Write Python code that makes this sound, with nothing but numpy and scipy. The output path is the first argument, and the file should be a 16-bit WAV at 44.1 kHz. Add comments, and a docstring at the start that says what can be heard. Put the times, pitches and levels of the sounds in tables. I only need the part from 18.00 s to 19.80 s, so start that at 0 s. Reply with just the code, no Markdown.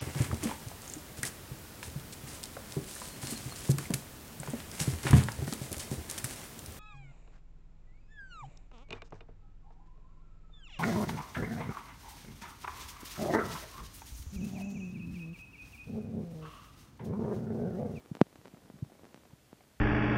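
"""A hand-held phone in a quiet room, over low room noise and microphone hiss throughout.
Tiny clicks of the grip and a soft finger thud lead in. At 0.21 s one sharp, dry tap on the case
reaches the microphone directly; the case rings for barely two low cycles. More clicks and thuds
follow, the heaviest thud at 0.83 s, with a few faint blips, perhaps drips, dotted among them.
Towards the end the hand settles and its crackle and rubbing ease off."""
import sys
import numpy as np
from scipy import signal
from scipy.fft import rfft, irfft
from scipy.io import wavfile

SR = 44100
rng = np.random.default_rng(int(sys.argv[2]) if len(sys.argv) > 2 else 0)


def to_wav(s):
    """Save 16-bit WAV."""
    ch = np.atleast_2d(s).T  # columns
    pcm = np.round(np.clip(ch, -1, 1) * 32767)  # PCM
    wavfile.write(sys.argv[1], SR, pcm.astype(np.int16))


N = 79380

# the sharp tap (time [s], force [dB], contact edge [Hz], direction [push +1, release -1])
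SHARP_TAP = [(.2143, 6, 363, -1)]
# clicks of the grip (time [s], force [dB], contact edge [Hz], direction [push +1, release -1])
GRIP_CLICKS = [(.06, -41, 4700, 1), (.1436, -47, 1800, 1), (.1519, -28, 6500, -1), (.1574, -43, 4000, 1),
               (.1695, -31.5, 1800, 1), (.1737, -48, 8000, 1), (.2091, -31, 1120, -1),
               (.2678, -41.5, 1900, 1), (.3282, -43, 7000, 1), (.3577, -36.5, 4500, 1),
               (.4148, -41.5, 2800, 1), (.4504, -44, 7000, 1), (.4556, -35.5, 3020, 1),
               (.4576, -34.5, 3020, 1), (.4731, -40, 8000, 1), (.4806, -37.5, 7000, 1),
               (.5714, -38, 900, -1), (.6582, -45.5, 2450, 1), (.7006, -28, 422, 1), (.7893, -47, 3000, 1),
               (.8488, -44.5, 6000, 1), (.9203, -33.5, 448, -1), (.9276, -44, 2500, 1),
               (.953, -42, 1400, 1), (.9945, -39.5, 1210, -1), (1.0342, -32, 330, -1),
               (1.0437, -39, 2000, -1), (1.0533, -37.5, 6000, 1), (1.1444, -33.5, 9000, -1),
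               (1.1613, -42, 4000, 1), (1.176, -40.5, 2500, 1), (1.2356, -43, 4000, 1),
               (1.5296, -29, 543, 1)]
# finger thuds (peak time [s], force [dB], rise [ms], fall [ms], firmness [2 is bell-shaped])
FINGER_THUDS = [(0.1159, -15, 1.12, 1.85, 1.94), (.389, -25.5, 2.2, 3, 2.04),
                (0.5389, -30.5, 0.68, 1.7, 1.9), (0.6467, -28.5, 2.25, 2.9, 1.8),
                (0.7418, -33, 1.1, 1.5, 2.1), (0.7569, -35, 1.1, 1.35, 2), (0.8275, -7, 1.98, 2.41, 2.3),
                (0.8635, -21, 2.7, 3.7, 1.9), (1.333, -25.5, 2.16, 1.77, 1.84)]
# restlessness of the hand, riding crackle and rubbing (time [s], gain [dB])
HAND_MOTION = [(0, 2), (.28, -4), (.5, -1.5), (.78, -1.5), (.95, -2), (1.08, 0.5), (1.25, -3.5), (1.42, -7),
               (1.6, -5), (1.8, -9.5)]
# faint blips (time [s], level [dB], pitch [Hz])
FAINT_BLIPS = [(.1915, -48.5, 770), (.545, -48, 705), (.898, -48, 720), (1.252, -47, 730),
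               (1.307, -52, 950), (1.606, -47, 740)]
# tone colour of room noise and hiss (frequency [Hz], relative spectral level [dB])
ROOM_SPECTRUM = [(15, -46), (25, -17), (66, 3.5), (146, -0.5), (237, -8), (450, -16), (655, -9.5),
                 (729, -15), (1540, -15.5), (7480, -20.5), (15000, -25)]

TAP_RELAX_HZ, TAP_TOP_HZ = 189, 9760
CASE_HZ, CASE_Q, MIC_CUT_HZ, MIC_Q = 150, 1.19, 171.4, 0.61
GRIP_RELAX_HZ, CLICK_TOP_HZ = 210, 11160
CRACKLE_PER_S, CRACKLE_DB, CRACKLE_SPREAD_DB, CRACKLE_EDGE_HZ = 130, -51.5, 2.5, 3500
RUB_BASE_DB, RUB_EDGE_HZ = -63.5, 620
BLIP_RISE_S, BLIP_DECAY_CYCLES, SPLASH_MIX, SPLASH_HZ = 0.00067, 2.85, 0.31, 1100
ROOM_DB, TOP_CUT_HZ = -65, 15300


def tap():
    """One hard contact on the case: a snap of force with a fast attack."""
    return contacts(SHARP_TAP, TAP_RELAX_HZ, TAP_TOP_HZ)


def contacts(rows, relax_hz, top_hz):
    """Each contact is a step of force that relaxes; a higher edge gives a crisper attack."""
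    force = np.zeros(N)
    for start, db, edge_hz, direction in rows:
        kick = np.zeros(N)
        kick[int(start * SR)] = direction * undb(db) * SR / (2 * np.pi * relax_hz)
        force += filtered(kick, lambda f: lowpass(f, edge_hz))
    return filtered(force, lambda f: lowpass(f, relax_hz) / np.hypot(1, (f / top_hz) ** 3))


def case(force):
    """The heavily damped case gives a short, low knock, thinned by the microphone's bass cut."""
    return filtered(force, lambda f: highpass(f, CASE_HZ, CASE_Q) * highpass(f, MIC_CUT_HZ, MIC_Q))


def finger_thuds(t):
    """Soft fingers press and let go in smooth bumps; a firmer one has steeper flanks."""
    force = np.zeros(N)
    for peak, db, rise_ms, fall_ms, firmness in FINGER_THUDS:
        widths_from_peak = np.abs(t - peak) * 1000 / np.where(t < peak, rise_ms, fall_ms)
        force += undb(db) * np.exp(-.5 * widths_from_peak ** firmness)
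    return force


def grip_clicks():
    """The grip pushes and releases the case in tiny, mostly bright ticks."""
    return contacts(GRIP_CLICKS, GRIP_RELAX_HZ, CLICK_TOP_HZ)


def skin_crackle(motion):
    """Skin sticks and slips on the case in many minute random steps."""
    slips = rng.random(N) < CRACKLE_PER_S / SR
    size = undb(CRACKLE_DB + CRACKLE_SPREAD_DB * np.clip(rng.standard_normal(N), -2, 2))
    direction = rng.choice([-1, 1], N)
    kicks = slips * size * motion * direction * SR / (2 * np.pi * GRIP_RELAX_HZ)
    return filtered(kicks, lambda f: lowpass(f, GRIP_RELAX_HZ) * lowpass(f, CRACKLE_EDGE_HZ))


def palm_rub(motion):
    """The palm shifts on the case with a dull murmur of friction."""
    friction = noise(lambda f: lowpass(f, GRIP_RELAX_HZ) * lowpass(f, RUB_EDGE_HZ))
    return level(case(friction), RUB_BASE_DB) * motion


def blips(t):
    """Small pitched rings that die within a few cycles, each with a noisy splash."""
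    out = np.zeros(N)
    splash = noise(lambda f: bandpass(f, SPLASH_HZ, q=0.27) ** 2 * lowpass(f, SPLASH_HZ))
    splash = SPLASH_MIX * level(splash, 0)
    for start, db, hz in FAINT_BLIPS:
        age = np.maximum(t - start, 0)
        attack = 1 - np.exp(-age / BLIP_RISE_S)
        decay = np.exp(-age * hz / BLIP_DECAY_CYCLES)
        out += undb(db) * attack * decay * (np.sin(2 * np.pi * hz * age) + splash)
    return out


def room_tone():
    """A steady bed of low room noise and microphone hiss."""
    hz, db = np.array(ROOM_SPECTRUM).T
    bed = noise(lambda f: undb(np.interp(np.log(f + 1), np.log(hz), db)))
    return level(bed, ROOM_DB)


def undb(db):
    """Decibels to gain."""
    return 10 ** (np.asarray(db) / 20)


def level(x, db):
    """Scale to an rms level."""
    return x * undb(db) / np.sqrt(np.mean(x ** 2))


def filtered(x, response):
    """Apply a response given as a function of frequency."""
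    freqs = np.arange(N + 1) * SR / (2 * N)
    return irfft(rfft(x, 2 * N) * response(freqs))[:N]


def noise(response):
    """White noise coloured by a response."""
    return filtered(rng.standard_normal(N), response)


def lowpass(f, hz):
    """One-pole low-pass response."""
    return 1 / (1 + 1j * f / hz)


def highpass(f, hz, q):
    """Resonant two-pole high-pass response."""
    s = 1j * f / hz
    return s * s / (s * s + s / q + 1)


def bandpass(f, hz, q):
    """Two-pole resonance, gain 1 at its centre."""
    s = 1j * f / hz
    return s / q / (s * s + s / q + 1)


def scene():
    """Mono mix: every force of the hand sounds through the case; blips and room sit behind."""
    t = np.arange(N) / SR
    motion = undb(np.interp(t, *np.array(HAND_MOTION).T))
    force = tap() + finger_thuds(t) + grip_clicks() + skin_crackle(motion)
    handling = case(force) + palm_rub(motion)
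    return (handling + blips(t) + room_tone())[None]


def record(dry):
    """A steep low-pass shaves off the very top."""
    top_cut = signal.ellip(10, .1, 70, TOP_CUT_HZ, fs=SR, output="sos")
    return signal.sosfilt(top_cut, dry)


dry = scene()
out = record(dry)
to_wav(out)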